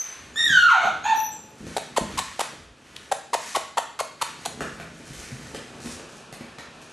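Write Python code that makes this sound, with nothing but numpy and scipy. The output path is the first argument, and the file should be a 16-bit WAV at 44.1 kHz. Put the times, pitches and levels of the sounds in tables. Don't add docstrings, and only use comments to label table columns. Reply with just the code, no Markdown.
import sys
import numpy as np
from scipy import signal
from scipy.fft import rfft, irfft
from scipy.io import wavfile
from scipy.ndimage import uniform_filter1d

SR = 44100
rng = np.random.default_rng(int(sys.argv[2]) if len(sys.argv) > 2 else 0)


def waveform_to_disk(signal):
    frames = np.transpose(np.atleast_2d(signal))
    scaled = np.clip(frames, -1, 1) * 32767
    samples = np.round(scaled).astype(np.int16)
    wavfile.write(sys.argv[1], SR, samples)


N = 305568
TIME = np.arange(N) / SR
# (frequency [Hz], gain of the side signal [dB])
STEREO_WIDTH = [(60, -22), (200, -32.5), (500, -10.5), (900, -10.5), (2200, -9.5), (3200, -65), (7000, -58),
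                (12000, -33)]


def undb(db):
    return 10 ** (np.asarray(db) / 20)


def unit(x):
    return x / np.sqrt(np.mean(x ** 2))


def band(x, hz, width):
    return signal.lfilter(*signal.iirpeak(min(hz, .45 * SR), hz / width, SR), x)


def modes(x, table):
    return sum(undb(db) * band(x, hz, width) for hz, width, db in table)


def shape(x, table):
    hz, db = np.transpose(table)
    f = np.arange(x.shape[-1] // 2 + 1) * SR / x.shape[-1] + 1
    return irfft(rfft(x) * undb(np.interp(np.log(f), np.log(hz), db)), x.shape[-1])


def walk(rate, size=N):
    span = max(int(SR / rate), 1)
    x = uniform_filter1d(uniform_filter1d(rng.standard_normal(size), span), span)
    return unit(x - x.mean())


def add(out, start, x):
    i = int(start * SR)
    out[i:i + len(x)] += x[:N - i]


def contours(table, fade_s):
    times, *columns = np.transpose(table)
    t = np.arange(times[0], times[-1], 1 / SR)
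    since_onset = t - times[0] + (times[0] == 0)
    fade = np.clip(np.minimum(since_onset, times[-1] - t) / fade_s, 0, 1)
    return [fade] + [np.interp(t, times, column) for column in columns]


def grains(rate, scatter_db):
    occurs, sign, strength = rng.random((3, N))
    return (occurs < rate / SR) * np.sign(sign - .5) * undb(-scatter_db * np.log(strength + .03))


def swells(centres, lengths, levels):
    return sum(undb(db) * np.exp(-8 * ((TIME - centre) / length) ** 2)
               for centre, length, db in zip(centres, lengths, levels))


def nose_whistles():
    # (time [s], duration [s], first [Hz], middle [Hz], last pitch [Hz], level [dB], peak position [0-1])
    whistles = [(0.0, 0.066, 6115, 6000, 6160, -14.5, 0.01), (0.33, .29, 6920, 7100, 5900, -38, 0.4),
                (1.029, 0.096, 6510, 6890, 7100, -31, 0.37), (1.153, .17, 5890, 5960, 6270, -27.5, 0.62),
                (1.311, 0.14, 7800, 6970, 7050, -33, 0.18)]
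    rise_db, fall_db = 2, 68
    out = np.zeros(N)
    for start, length, first, middle, last, peak_db, peak_at in whistles:
        envelope = [(start, peak_db - rise_db), (start + peak_at * length, peak_db),
                    (start + length, peak_db - fall_db)]
        fade, db = contours(envelope, fade_s=0.017)
        u = np.linspace(-1, 1, len(db))
        hz = middle + (last - first) / 2 * u + ((first + last) / 2 - middle) * u ** 2
        phase = 2 * np.pi * np.cumsum(hz * (1 + 0.0078 * walk(270, len(hz)))) / SR
        add(out, start, fade * undb(db) * (np.sin(phase) + undb(-4.5) * np.sin(2 * phase)))
    return out


def trotting(activity):
    boom = band(band(grains(300, scatter_db=0.61), 100, 325), 250, 500)
    return unit(boom) * activity * undb(2 * walk(4.7))


def scuffing(activity):
    # (centre time [s], duration [s], claw level [dB], fur level [dB])
    slides = [(0.0, 0.68, -37, -50), (1.738, 0.37, -40.5, -43.5), (2.2, 0.52, -35.5, -45),
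              (2.418, 0.071, -30, -46), (2.98, 0.43, -45, -52), (3.473, 0.27, -34, -34.5),
              (4.26, 0.16, -33.5, -48), (4.43, 0.15, -37.5, -44), (5.176, 0.46, -43, -41),
              (5.45, 0.48, -47.5, -49.5), (5.888, 0.2, -43.5, -34), (6.14, 0.18, -61, -46.5),
              (6.478, 0.076, -46.5, -74), (6.9, 0.36, -70, -53.5)]
    centres, lengths, claw_db, fur_db = np.transpose(slides)
    scrape = band(grains(1300, scatter_db=0.45), 1570, 1450)
    brush = band(band(grains(2200, scatter_db=9.1), 5570, 4400), 7100, 7500)
    claw_gain = activity * undb(-0.5) + swells(centres, lengths, claw_db)
    fur_gain = activity * undb(-5.5) + swells(centres, lengths, fur_db)
    return unit(scrape) * claw_gain + unit(brush) * fur_gain


def room_hum():
    # (frequency [Hz], relative spectral density [dB])
    spectrum = [(15, -8), (25, 5), (190, -27.5), (394, 6), (1780, 3.5), (2020, -16), (2430, 3.5),
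                (3320, -2.5), (8910, -15), (10400, -18), (12500, -104), (16200, -93), (22000, -120)]
    noise = unit(shape(rng.standard_normal((2, N)), spectrum))
    mid, side = noise * undb(-55 + 3.7 * walk(1))
    return mid, shape(side, STEREO_WIDTH)


def hand_rumble():
    # (centre time [s], duration [s], level [dB])
    shifts = [(0.297, 0.23, -51), (.54, .3, -53), (0.967, 0.35, -57.5), (1.701, .2, -51),
              (2.157, 0.38, -49), (2.667, 0.19, -49.5), (2.978, .2, -59.5), (4.7, .5, -53),
              (5.21, 0.14, -47), (5.44, 0.57, -55), (5.9, 0.31, -54), (6.504, 0.57, -64)]
    still_db = -72
    rumble = band(band(rng.standard_normal(N), 67, 34), 54, 64)
    return unit(rumble) * (undb(still_db) + swells(*np.transpose(shifts)))


def voice(call):
    # (frequency [Hz], bandwidth [Hz], gain [dB])
    throat = [(497, 310, -22), (1287, 303, 7), (2370, 470, -7), (3920, 5100, -4.5), (6300, 730, 8),
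              (11800, 530, 3)]
    # (frequency [Hz], gain [dB])
    muzzle = [(4000, 0), (5000, -17), (12000, -19)]
    fade, hz, db, tilt, roughness = contours(call, fade_s=0.0013)
    size = len(hz)
    jitter = 0.412 * roughness ** 2 * walk(496, size) + .014 * walk(155, size)
    hz = hz * np.exp(jitter)
    phase = 2 * np.pi * np.cumsum(hz) / SR
    folds = sum((k * hz < .4 * SR) * undb(tilt * np.log2(k)) * np.sin(k * phase) for k in range(1, 15))
    breath = undb(-11.5) * (.5 + roughness) * band(rng.standard_normal(size), 4800, 7800)
    shimmer = 1 + roughness * walk(266, size)
    tone = shape(modes(folds * shimmer + breath, throat), muzzle)
    running_rms = np.sqrt(uniform_filter1d(tone ** 2, SR // 40))
    return fade * undb(db) * tone / running_rms


def yelp_and_yap():
    # (time [s], pitch [Hz], level [dB], source tilt [dB/octave], roughness [0-1])
    yelp = [(.358, 1715, -26.5, 1, 0.04), (.385, 1840, -15.5, -3, 0.09), (.46, 1860, -20, -0.5, 0),
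            (.495, 1668, -16, -6, 0.11), (.59, 1417, -8.5, -7.5, 0), (.64, 1420, -18, -3, 0.16),
            (.68, 1389, -5.5, -19, 0.06), (.70, 1125, -16.5, -3, 0.35), (.765, 732.8, -19, -10, 0.22),
            (.82, 736, -20, -5, 0.28), (.85, 728.6, -14.5, -11.5, 0.79), (.89, 743, -21, -15, 0.31)]
    yap = [(1.041, 819, -30.5, -1, 0.24), (1.055, 848, -16, -8, 0.33), (1.10, 904.5, -17, -6, 0.18),
           (1.147, 861.5, -9.5, -51, 0.093), (1.17, 886, -31, -31, 0.13), (1.2, 917, -45, -27, .1)]
    out = np.zeros(N)
    for call in (yelp, yap):
        add(out, call[0][0], voice(call))
    return out


def paw_thuds():
    # (time [s], level [dB], frequency [Hz])
    footfalls = [(0.466, -33, 295), (0.499, -29, 165), (0.84, -31, 208), (1.603, -32.5, 208),
                 (1.626, -28, 170), (1.663, -26, 221), (2.009, -22, 194), (2.139, -25.5, 182),
                 (4.611, -28.5, 297), (4.798, -34, 179), (5.095, -33, 139), (5.184, -33.5, 190),
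                 (5.318, -27, 125), (5.54, -32, 216), (5.751, -42, 283), (5.846, -27, 232.5),
                 (6.286, -43, 197), (6.32, -40, 154), (6.404, -33.5, 234), (6.58, -40, 288)]
    attack_s, decay_s = 0.0039, 0.015
    out, t = np.zeros(N), TIME[:SR // 8]
    envelope = (1 - np.exp(-t / attack_s)) * np.exp(-t / decay_s)
    for start, db, hz in footfalls:
        shake = 1 + 0.97 * walk(450, len(t))
        add(out, start, undb(db) * shake * np.sin(2 * np.pi * hz * t) * envelope)
    return out


def tile_knocks():
    # (time [s], level [dB], tick relative to knock [dB], knock frequency [Hz])
    impacts = [(1.667, -39.5, -3, 1690), (4.607, -22.5, -27, 450), (4.799, -30, -45, 503),
               (5.229, -48, 5, 1500), (5.133, -51, 8, 538), (5.18, -40, -1, 678), (5.547, -26, -27, 1900),
               (5.859, -36.5, 0, 527), (5.997, -36.5, -28, 540), (6.326, -36.5, -4.5, 576),
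               (6.41, -37, -29, 1530), (6.585, -31, -40, 1500), (6.816, -44.5, -4, 525)]
    # (frequency [Hz], bandwidth [Hz], gain [dB])
    tile_modes = [(515, 350, 19.5), (1530, 460, 2.5)]
    out, t = np.zeros(N), TIME[:SR // 20]
    for start, db, tick_db, hz in impacts:
        slips = 0.35 * rng.standard_normal(len(t)) * np.exp(-t / 0.0034)
        contact = (t == 0) + slips
        knock = band(contact, hz, hz) + modes(contact, tile_modes)
        tick = band(contact, 2300, 7000)
        add(out, start, undb(db) * (knock / knock.max() + undb(tick_db) * tick / tick.max()))
    return out


def kissing_smacks():
    # (time [s], level [dB], mouth [Hz], relative hiss [dB], duration [s], growth [dB], relative click [dB])
    smacks = [(1.765, -15.5, 806, -10, 0.011, -6, -12), (1.779, -17, 756, -16, 0.0052, 3, -20),
              (1.964, -12, 998, -11, .022, 2.5, -4), (2.174, -25.5, 950, -2, 0.0092, -37, -2),
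              (2.179, -18, 1097, -6, 0.022, -7, -20), (2.393, -15.5, 780, -8.5, 0.0054, -1, -2),
              (2.4, -17, 1070, -6.5, 0.017, 6, -20), (3.114, -13, 826, -12, 0.016, -1, -16),
              (3.331, -12.5, 1008, -12, 0.022, -7.5, -12), (3.548, -14, 1059, -11, .026, -3, -8),
              (3.771, -12.5, 1034, -13.5, 0.021, -3.5, -14), (3.991, -16.5, 1153, -10.5, .022, 2, 2),
              (4.213, -15.5, 1173, -7.5, 0.017, 4, -6), (4.451, -21.5, 989, -4.5, .016, 8, -5)]
    # (frequency [Hz], bandwidth [Hz], gain [dB])
    lip_modes = [(441, 350, 21), (2160, 7400, -98), (3500, 2240, -6), (7000, 1900, -11.5), (9700, 520, -17)]
    slowing_oct_per_s, hiss_peak_at = 48.1, 0.55
    out = np.zeros(N)
    for start, db, hz, hiss_db, length, growth_db, click_db in smacks:
        u = np.linspace(0, 1, int(length * SR))
        size = len(u)
        puff_hz = hz * 2 ** (-slowing_oct_per_s * length * u ** 3.57) * np.exp(.14 * walk(760, size))
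        phase = 2 * np.pi * np.cumsum(puff_hz) / SR
        puffs = sum(np.cos(k * phase) / k ** 1.16 for k in range(1, 5))
        buzz = modes(puffs, [(hz, 900, 0)] + lip_modes[:2]) * undb(growth_db * u + 2 * walk(380, size))
        hiss = unit(modes(rng.standard_normal(size), lip_modes[2:]))
        hiss *= .5 + np.exp(-((u - hiss_peak_at) / 0.078) ** 2)
        hiss *= 1 + 0.18 * np.cos(phase)
        fade = np.clip(np.minimum(u / .14, (1 - u) / 0.1), 0, 1)
        add(out, start, undb(db) * fade * (unit(buzz) / 2 + undb(hiss_db) * hiss))
        click = modes(signal.unit_impulse(size), [(hz, 1200, 0), (4000, 5000, -8)])
        add(out, start, undb(db + click_db) * click / click.max())
    return out


def lip_ticks():
    # (time [s], level [dB])
    ticks = [(2.9636, -24), (2.9657, -18), (2.968, -28)]
    # (frequency [Hz], bandwidth [Hz], gain [dB])
    tick_modes = [(3300, 1100, 0), (900, 280, -26), (8900, 560, -18)]
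    out = np.zeros(N)
    ring = modes(signal.unit_impulse(SR // 50), tick_modes)
    for start, db in ticks:
        add(out, start, undb(db) * ring / ring.max())
    return out


def kitchen_reverb(x):
    # (frequency [Hz], reverberation time [s], relative level [dB])
    decay = [(106, 0.77, -2.5), (490, 0.3, -3), (1500, 0.53, 5), (4170, 0.77, 0.5), (9000, 0.31, 8)]
    hz, t60, db = np.transpose(decay)
    t, tail = TIME[:SR], 0
    for centre in 50 * 2 ** np.arange(0, 8, .5):
        band_t60, band_db = (np.interp(np.log(centre), np.log(hz), column) for column in (t60, db))
        noise = band(rng.standard_normal((2, SR)), centre, centre / 2)
        tail = tail + noise * undb(band_db - 60 * t / band_t60)
    build_up = np.clip(t / 0.0097, 0, 1)
    tail *= build_up / np.sqrt(np.sum(tail[0] ** 2))
    mid, side = signal.fftconvolve(x[None], tail, axes=1)[:, :N]
    return mid, shape(side, STEREO_WIDTH)


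def scene():
    # (time [s], level [dB])
    bustle = [(0.0, -58.5), (0.48, -50), (0.63, -73), (0.87, -49), (1.5, -54.5), (1.75, -54), (2.12, -49.5),
              (2.3, -56), (2.55, -44.5), (2.72, -59.5), (3.3, -56), (4.4, -55.5), (4.65, -42), (5.1, -51),
              (5.4, -47), (5.8, -47), (6.3, -57), (6.93, -52.5)]
    activity = undb(np.interp(TIME, *np.transpose(bustle)))
    puppies = yelp_and_yap() + nose_whistles()
    lips = kissing_smacks() + lip_ticks()
    knocks, scuffs = tile_knocks(), scuffing(activity)
    pads = trotting(activity) + paw_thuds()
    direct = undb(-7) * puppies + lips + undb(4.5) * knocks + pads + undb(-12) * scuffs
    to_walls = undb(-5) * puppies + undb(-6.5) * lips + undb(9.5) * knocks + pads + undb(-10.5) * scuffs
    room_mid, room_side = kitchen_reverb(to_walls)
    hum_mid, hum_side = room_hum()
    placement = shape(lips - puppies, STEREO_WIDTH) * undb(-14)
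    mid = direct + room_mid + hum_mid + hand_rumble()
    side = room_side + hum_side + placement
    return np.array([mid + side, mid - side])


def record(dry):
    low_hz, top_hz = 39.5, 11950
    thinned = signal.sosfilt(signal.butter(2, low_hz, "high", fs=SR, output="sos"), dry)
    return signal.sosfilt(signal.ellip(10, .2, 70, top_hz, fs=SR, output="sos"), thinned)


dry = scene()
out = record(dry)
waveform_to_disk(out)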